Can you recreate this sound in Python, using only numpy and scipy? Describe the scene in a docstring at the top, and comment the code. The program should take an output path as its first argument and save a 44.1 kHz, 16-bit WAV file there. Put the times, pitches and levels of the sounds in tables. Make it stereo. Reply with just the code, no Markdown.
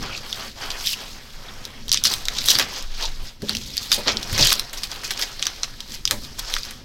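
"""A workshop, stereo microphone close to the painted sheet-metal panel of a machine, a low rumble below.
Fingers rub and pick at masking tape; its glue lets go in dense tiny slips and taut strips zip briefly.
Around 2 s hard pulls tear it loose and its creases snap loudly. From 3 s fingertips knock the panel,
and near 4.4 s a knuckle bumps the hollow bodywork during another hard pull. Then the tape is crumpled."""
import sys
import numpy as np
from scipy import signal
from scipy.fft import rfft, irfft
from scipy.io import wavfile
from scipy.ndimage import uniform_filter1d, minimum_filter1d

SR = 44100
rng = np.random.default_rng(int(sys.argv[2]) if len(sys.argv) > 2 else 0)


def store_pcm(level_fs):
    """Save levels as 16-bit WAV."""
    pcm = np.round(np.clip(level_fs, -1, 1) * 32767).astype(np.int16)
    wavfile.write(sys.argv[1], SR, np.atleast_2d(pcm).T)


N = 301644


def from_db(db):
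    """Decibels to gain."""
    return 10 ** (np.asarray(db) / 20)


def rms_one(x):
    """Scale to rms 1."""
    return x / np.sqrt(np.mean(x ** 2) + 1e-20)


def in_time(rows):
    """The columns that follow a table's time column, one value per sample."""
    times, *columns = np.transpose(rows)
    return [np.interp(np.arange(N) / SR, times, column) for column in columns]


def shaped(x, spectrum):
    """Filter x by a table of (frequency [Hz], gain [dB])."""
    hz, gain_db = np.transpose(spectrum)
    log_hz = np.log(np.maximum(np.fft.rfftfreq(N, 1 / SR), 1))
    return irfft(rfft(x) * from_db(np.interp(log_hz, np.log(hz), gain_db)), N)


def coloured(x, spectrum):
    """x filtered by the spectrum, at rms 1."""
    return rms_one(shaped(x, spectrum))


def drift(rate_hz):
    """Slow random wander, rms 1."""
    r = np.exp(-2 * np.pi * rate_hz / SR)
    return rms_one(signal.lfilter([1], [1, -2 * r, r * r], rng.standard_normal(N + SR))[SR:])


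def ring(x, hz, t60_s):
    """A resonance: a unit click starts a decaying sine of height 1."""
    r, w = from_db(-60 / (t60_s * SR)), 2 * np.pi * hz / SR
    return signal.lfilter([0, np.sin(w)], [1, -2 * r * np.cos(w), r * r], x + 1e-18)


def bandpass(x, low_hz, high_hz, order):
    """Keep one band of x."""
    return signal.sosfilt(signal.butter(order, [low_hz, high_hz], "band", fs=SR, output="sos"), x)


def peak_one(x):
    """Scale to peak height 1."""
    return x / np.max(np.abs(x))


def low_end(hum_hz=126.3, hum_db=-56):
    """Lumpy rumble, the boom of the hollow bodywork and a faint wavering hum in the shop."""
    # Course of the low end: (time [s], rumble [dB], boom [dB])
    levels = [(0.0, -38, -30), (0.17, -42, -45), (1.5, -38.5, -47), (2.08, -42, -40), (2.27, -28, -47.5),
              (2.59, -40.5, -35), (2.8, -42, -49), (2.86, -26, -51.5), (3.26, -29.5, -44), (3.3, -45, -53),
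              (3.39, -42, -50), (3.43, -47, -36), (3.87, -38, -45), (4.25, -38.5, -38), (4.44, -22, -31.5),
              (4.52, -27, -41), (4.75, -35.5, -48.5), (5.5, -40.5, -49.5), (6.06, -33, -44),
              (6.13, -33.5, -34.5), (6.5, -31.5, -52.5), (6.84, -47, -41)]
    # Colour of the rumble: (frequency [Hz], gain [dB])
    rumble_spectrum = [(5, -20), (12, -8), (17, 0), (23, -7), (33, -16), (50, -24), (80, -36), (130, -55),
                       (400, -120)]
    # Colour of the bodywork's boom: (frequency [Hz], gain [dB])
    boom_spectrum = [(41, 2), (70, -0.5), (129, -0.5), (177, -9), (215, 0), (330, -12), (450, -14.5),
                     (580, -15.5), (990, -120)]
    rumble_db, boom_db = in_time(levels)
    rumble = coloured(rng.standard_normal(N), rumble_spectrum)
    boom = coloured(rng.standard_normal(N) * from_db(2 * drift(rate_hz=24)), boom_spectrum)
    hum = rms_one(ring(rng.standard_normal(N), hum_hz, t60_s=0.11))
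    return from_db(rumble_db) * rumble + from_db(boom_db) * boom + from_db(hum_db) * hum


def handling(touch_bright_db=-10.5, swell_db=20):
    """Gains of crackle, bright edge and rub: the light touch plus every pull, summed as powers."""
    # Fingers sliding lightly over tape and paint: (time [s], crackle [dB], dull rub [dB])
    touch = [(0.0, -60, -37), (0.3, -36.5, -39.5), (0.48, -38, -39.5), (0.54, -48.5, -52.5),
             (0.62, -37, -35), (0.9, -44, -44.5), (1.05, -39.5, -39), (1.22, -45.5, -47), (1.69, -45, -45),
             (1.8, -48, -51), (2.3, -40, -46), (2.7, -56, -43), (2.88, -63, -56.5), (3.27, -40.5, -44.5),
             (3.39, -57, -56.5), (3.44, -43, -46), (3.71, -38, -51), (4.21, -42.5, -37.5),
             (4.72, -49.5, -45), (4.88, -43.5, -44.5), (5.36, -39.5, -43), (5.71, -45, -49.5),
             (6.19, -48, -54.5), (6.71, -41, -45.5), (6.84, -52.5, -55)]
    # Pulls that tear the tape loose, climbing swell_db in the rise and sinking as far in the fall:
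    # (peak time [s], crackle [dB], rise [s], fall [s], edge relative to crackle [dB], rub [dB])
    pulls = [(0.041, -34, 0.18, 0.12, -13, -58), (0.17, -32.5, 0.11, 0.038, -15, -38),
             (0.878, -27, 0.14, 0.11, -8.5, -70), (0.926, -28.5, 0.059, 0.029, -4.5, -70),
             (1.94, -23, 0.023, 0.078, -13, -42), (2.057, -14.5, 0.02, 0.033, -14, -44),
             (2.113, -24.5, 0.068, 0.097, -9, -30.5), (2.377, -28, 0.084, 0.088, -17, -40.5),
             (2.499, -19.5, 0.095, 0.13, -10, -30), (2.6, -21.5, 0.021, 0.06, -15, -24),
             (2.78, -33.5, 0.365, 0.14, -13, -37), (3.035, -31, 0.18, 0.14, -14.5, -35.5),
             (3.5, -31, 0.057, 0.13, -19, -38), (3.78, -32.5, 0.033, 0.3, -16, -59),
             (3.93, -24.5, 0.039, 0.098, -7.5, -33), (4.084, -23, 0.03, 0.079, -21, -19.5),
             (4.44, -17.5, 0.18, 0.1825, -14, -28.5), (4.528, -18.5, 0.15, 0.018, -8.5, -30),
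             (4.734, -35.5, 0.007, 0.1, -4, -38), (4.775, -31, 0.011, 0.054, -13, -57),
             (4.84, -29, 0.028, 0.045, -12, -46), (4.92, -36, 0.065, 0.19, -12.5, -39.5),
             (5.045, -29, 0.013, 0.073, -11.5, -37), (5.113, -27, 0.0097, 0.033, -7, -31.5),
             (5.232, -25, 0.11, 0.036, -12, -34.5), (5.468, -27, 0.069, 0.062, -13, -35.5),
             (5.645, -25, 0.019, 0.012, -18, -38), (5.941, -33, 0.09, 0.067, -10.5, -43),
             (6.12, -35.5, 0.047, 0.13, -5, -35.5), (6.241, -38.5, 0.066, 0.12, -11, -47.5),
             (6.393, -22, 0.015, 0.014, -8.5, -35), (6.55, -30.5, 0.17, 0.11, -11, -36.5),
             (6.65, -36, 0.036, .04, -10, -63)]
    t = np.arange(N) / SR
    touch_db, touch_rub_db = in_time(touch)
    power = from_db([touch_db, touch_db + touch_bright_db, touch_rub_db]) ** 2
    for s, crackle_db, rise_s, fall_s, bright_db, rub_db in pulls:
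        near = slice(max(round((s - 2 * rise_s) * SR), 0), round((s + 2 * fall_s) * SR))
        envelope_db = -swell_db * np.maximum((s - t[near]) / rise_s, (t[near] - s) / fall_s)
        peaks_db = np.array([[crackle_db], [crackle_db + bright_db], [rub_db]])
        power[:, near] += from_db(envelope_db + peaks_db) ** 2
    return np.sqrt(power)


def slips(per_s, spread_db, clump_db, burst_s):
    """Glue letting go: an envelope of clumped short bursts of uneven size; rms 1."""
    onsets = rng.random(N) < per_s * from_db(clump_db * drift(rate_hz=40)) / SR
    sizes = onsets * from_db(spread_db * np.minimum(rng.exponential(1, N), 4))
    return rms_one(signal.lfilter([1], [1, -np.exp(-1 / (burst_s * SR))], sizes))


def torn_noise(grain, edges_hz=(900, 3200, 4300, 5600, 8500, 17000)):
    """Grainy tearing: some slips shake the whole strip, others only one band of it."""
    out = np.zeros(N)
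    whole = slips(per_s=350, spread_db=5.5, clump_db=3.0, burst_s=0.00089)
    for low, high in zip(edges_hz, edges_hz[1:]):
        own = slips(per_s=230, spread_db=2.0, clump_db=2.5, burst_s=0.0049)
        envelope = grain * (0.92 * whole + 1.15 * own) + 1 - grain
        out += bandpass(envelope * rng.standard_normal(N), low, high, order=2)
    return out


def paper_resonances(x, bands=14, depth_db=2, rate_hz=13.1):
    """Narrow bands of the paper swell and fade, each on its own."""
    edges_hz, out = np.geomspace(500, 7500, bands + 1), x.copy()
    for low, high in zip(edges_hz, edges_hz[1:]):
        gain = from_db(depth_db * np.clip(drift(rate_hz), -2, 2))
        out += (gain - 1) * bandpass(x, low, high, order=1)
    return out


def peeling():
    """One tearing noise sounds in the tape's crackle band and its bright edge; the rub is smoother."""
    # Colour of the tape's crackle: (frequency [Hz], gain [dB])
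    crackle_spectrum = [(1000, -32), (1700, -6), (2450, -2), (2900, 1.5), (4200, 5.5), (5000, 5.5),
                        (6500, -0.5), (8000, -18), (11000, -51)]
    # Colour of its bright edge: (frequency [Hz], gain [dB])
    edge_spectrum = [(5500, -31), (7500, 5), (9500, 3.5), (12500, 5.5), (15500, -0.5)]
    # Colour of the dull rub on the panel: (frequency [Hz], gain [dB])
    rub_spectrum = [(180, -9), (300, 1), (1310, 2.5), (2600, -0.5), (3380, 0.5), (5720, -120)]
    crackle_gain, edge_gain, rub_gain = handling()
    # A light touch hisses, a hard pull tears in grains.
    grain = np.clip((20 * np.log10(crackle_gain) + 52) / 32, 0.1, 0.8)
    tearing = torn_noise(grain)
    scuff = slips(per_s=110, spread_db=1.0, clump_db=1.0, burst_s=0.023) + 0.42
    zipping = zips()
    crackle = crackle_gain * coloured(tearing, crackle_spectrum)
    edge = edge_gain * coloured(tearing, edge_spectrum)
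    rub = rub_gain * coloured(scuff * rng.standard_normal(N), rub_spectrum)
    return edge + zipping + paper_resonances(crackle + rub)


def zips(half_width_hz=220):
    """A taut strip rings in a narrow, sinking band while it slips."""
    # Taut strips: (start [s], length [s], first pitch [Hz], last pitch [Hz], level [dB])
    strips = [(0.097, 0.072, 2650, 2580, -33), (0.835, 0.11, 3420, 2800, -28.5),
              (1.482, 0.014, 3600, 3500, -34.5)]
    slipping = slips(per_s=320, spread_db=4.0, clump_db=0.0, burst_s=0.0031) * rng.standard_normal(N)
    lowpass = signal.butter(2, half_width_hz, fs=SR, output="sos")
    out = np.zeros(N)
    for s, length_s, from_hz, to_hz, level_db in strips:
        at, size = round(s * SR), round(length_s * SR)
        progress = np.linspace(0, 1, size)
        phase = 2 * np.pi * np.cumsum(from_hz + (to_hz - from_hz) * progress) / SR
        flutter = rms_one(signal.sosfilt(lowpass, slipping[at:at + size]))
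        fade = np.clip(4 * progress, 0, 1) * np.clip(20 * (1 - progress), 0, 1)
        out[at:at + size] += from_db(level_db) * fade * flutter * np.cos(phase)
    return out


def crease_snaps(size=4000, rustle_db=-24.5, rustle_follows=0.45):
    """Each crease breaks in about a millisecond, rings a few cycles and leaves a short broad rustle."""
    # Snapping creases: (time [s], crack peak [dB], ring [Hz], body [dB re crack], edge [dB re crack])
    creases = [(0.1771, -16, 4820, -17, -16), (0.3278, -9, 3720, -38, -19), (0.704, -12, 3220, -21, -15),
               (0.716, -15, 4850, -30, -17), (0.871, -6, 3900, -41, -19), (0.9311, -12.5, 3870, -14, -3),
               (1.6523, -14.5, 3900, -41, -9.5), (1.8815, -18, 5600, -35.5, -7),
               (1.893, -11, 5750, -41.5, -28), (1.917, 1, 4000, -26, -12), (1.9274, -2, 4870, -38, -6),
               (1.9345, -2, 4200, -22, -13), (1.944, -2, 4220, -20, -15), (1.9735, -5, 3820, -35, -26),
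               (2.0383, 0.5, 5800, -34.5, -2.5), (2.0458, -10, 3900, -15, -2), (2.0525, 1, 4060, -12, -7),
               (2.0708, -8.5, 5000, -14, -3), (2.138, -7, 3900, -17, -3), (2.254, -12.5, 6150, -30, -12),
               (2.2842, -2.5, 3930, -10.5, -13), (2.37, -17, 3770, -33.5, -25), (2.386, -5, 3980, -17, -18),
               (2.4583, -13, 3970, -21, 1), (2.485, 7, 3800, -15, -6.5), (2.5041, -4, 4840, -16, -17),
               (2.517, 1, 3700, -20, -20), (2.5533, 3, 4600, -15.5, -12), (2.587, -3, 5040, -8, -2),
               (2.5968, 6.5, 3840, -11.5, -6), (2.825, -20.5, 5230, -28, -6.5),
               (3.054, -13, 3930, -29, -26), (3.42, -24.5, 4500, -8, -7), (3.494, -4.5, 4660, -13.5, -12.5),
               (3.5506, -10, 2760, -34, -9), (3.5688, -7, 4600, -29, -17), (3.769, -10.5, 4900, -38, -4.5),
               (3.7783, -6.5, 4840, -41, -29), (3.9172, 7, 3740, -12.5, -12), (3.927, 10.5, 4950, -25, -5),
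               (3.946, -10, 4900, -37, 1), (4.1702, -5.5, 5440, -29, -46.5), (4.229, -15.5, 3930, -27, -11),
               (4.3296, -19.5, 3200, -1, 2), (4.379, -8, 5570, -6, -9), (4.428, -18, 4660, -25, -20),
               (4.449, -10, 4100, -13, 3), (4.455, -5, 3670, -19, -10), (4.471, -4, 4760, -22, -2),
               (4.5162, -16, 4370, -7, -6), (4.5215, -14.5, 3000, 7, -10), (4.5382, -4.5, 4870, -29, -15),
               (4.5955, -4.5, 4060, -17.5, -5.5), (4.696, -23, 4430, -27, -15), (4.731, -27.5, 4130, 1, 5),
               (4.834, -11.5, 4900, -11, -9), (4.916, -14.5, 4800, -22, -14), (5.035, -27, 4460, 4, -1),
               (5.107, -10.5, 4200, -5.5, -7), (5.1941, -19, 2930, -2, 0.5), (5.3946, -15, 4500, -14, -20),
               (5.426, -2.5, 5070, -15, -25), (5.468, -3, 5800, -13, -13.5), (5.6328, -4.5, 4230, -17, -36),
               (5.805, -15, 5140, -50, -15), (6.0533, -1.5, 5030, -19, -12), (6.076, -7, 3800, -34, -14),
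               (6.11, 4, 4230, -8.5, -1), (6.501, -20, 3530, -6, -8), (6.539, -4, 4000, -14, -12),
               (6.565, -12, 3570, 0.5, -24), (6.6326, -14.5, 4730, -30, -17), (6.709, -24.5, 4120, -9, 1)]
    out, t = np.zeros(N + size), np.arange(size) / SR
    for s, peak_db, ring_hz, body_db, edge_db in creases:
        noise = rng.standard_normal(size)
        tick = noise * t * np.exp(-t / 0.00023)
        rustle_gain = from_db(rustle_db - (1 - rustle_follows) * peak_db)   # larger share in soft snaps
        burst = peak_one(tick) + rustle_gain * noise[::-1] * np.exp(-t / 0.0066)
        second_hz = ring_hz * 1.285 ** np.sign(4500 - ring_hz)   # a second ring across the band
        tone = ring(tick, ring_hz, t60_s=0.0089) + 0.23 * ring(tick, second_hz, t60_s=0.0052)
        ringing = peak_one(bandpass(tone, 1870, 9900, order=3))
        crack = peak_one(ringing + 1.6 * peak_one(bandpass(burst, 3070, 5900, order=3)))
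        body = from_db(body_db) * peak_one(bandpass(burst, 1136, 2270, order=3))
        edge = from_db(edge_db) * peak_one(bandpass(burst, 5700, 14500, order=3))
        at = round(s * SR)
        out[at:at + size] += from_db(peak_db) * (crack + body + edge)
    return out[:N]


def finger_knocks(size=3000, press_s=0.0095):
    """A fingertip lands and drags for a moment; a hard touch favours the high panel modes."""
    # Fingers on the panel: (time [s], push at 300 Hz [dB], hardness [dB per octave])
    knocks = [(3.025, -90, 32), (3.422, -49.5, -5.5), (3.484, -57, -2), (3.974, -55.5, 8.5), (4.06, -47, 1),
              (4.132, -56, 2), (4.384, -59, 14.5), (6.112, -65, 15)]
    # Modes of the sheet metal: (frequency [Hz], level [dB], 60 dB decay time [s])
    panel_modes = [(163, -23, 0.19), (214.5, -2, 0.19), (308, -8, 0.11), (403, -3, 0.093),
                   (479, -8.5, 0.12), (590, -2.5, 0.085), (900, -4, 0.019)]
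    out, presses = np.zeros(N), np.arange(size) / SR / press_s
    pressure = 2 * presses * np.exp(-presses)
    for hz, mode_db, t60_s in panel_modes:
        push = np.zeros(N + size)
        for s, push_db, hardness in knocks:
            at = round(s * SR)
            drag = rng.standard_normal(size) * pressure
            push[at:at + size] += drag * from_db(push_db + mode_db + hardness * np.log2(hz / 300))
        out += ring(push[:N], hz, t60_s)
    return out


def knuckle_thuds(size=9000, press_s=0.00087):
    """One short blunt push sets the hollow bodywork ringing low."""
    # Knuckle bumps: (time [s], peak [dB], ring [Hz])
    bumps = [(4.325, -18, 108), (4.397, -19, 288), (4.409, -16, 136), (4.428, -19.5, 120)]
    out, t = np.zeros(N), np.arange(size) / SR
    push = -t * np.exp(-t / press_s)
    for s, peak_db, ring_hz in bumps:
        at = round(s * SR)
        out[at:at + size] += from_db(peak_db) * peak_one(ring(push, ring_hz, t60_s=0.1))
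    return out


def smear(x, t60_s):
    """Spread x over a decaying, dulled noise tail that starts 3 ms late."""
    t = np.arange(SR // 2) / SR
    decay = from_db(-60 * t / t60_s) * (t > 0.003)
    tail = signal.lfilter([1], [1, -0.3], rng.standard_normal(len(t)) * decay)
    return signal.fftconvolve(x, tail / np.sqrt(np.sum(tail ** 2)))[:N]


def scene(room_db=-14.5):
    """Close tape and panel in the workshop: nearly mono, with a faint, slightly smeared difference between the
    two channels."""
    # Colour of the difference between the channels: (frequency [Hz], gain [dB])
    side_spectrum = [(60, -60), (380, -27.5), (1300, -40.5), (4400, -55.5), (8120, -28), (15000, -24)]
    close = peeling() + crease_snaps() + finger_knocks() + knuckle_thuds()
    room = from_db(room_db) * smear(close, t60_s=0.14)
    mid = close + room + low_end()
    side = shaped(smear(mid, t60_s=0.02), side_spectrum)   # short smear for the channel difference
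    return np.array([mid + side, mid - side])


def record(dry, ceiling=0.93, window=41, cutoff_hz=15900):
    """A fast limiter holds peaks just under full scale, then the top treble is cut."""
    allowed_gain = np.minimum(ceiling / (np.abs(dry).max(axis=0) + 1e-9), 1)
    smooth_gain = uniform_filter1d(minimum_filter1d(allowed_gain, size=window), size=window)
    lowpass = signal.ellip(10, 0.3, 80, cutoff_hz, fs=SR, output="sos")
    return signal.sosfilt(lowpass, dry * smooth_gain)


dry = scene()
out = record(dry)
store_pcm(out)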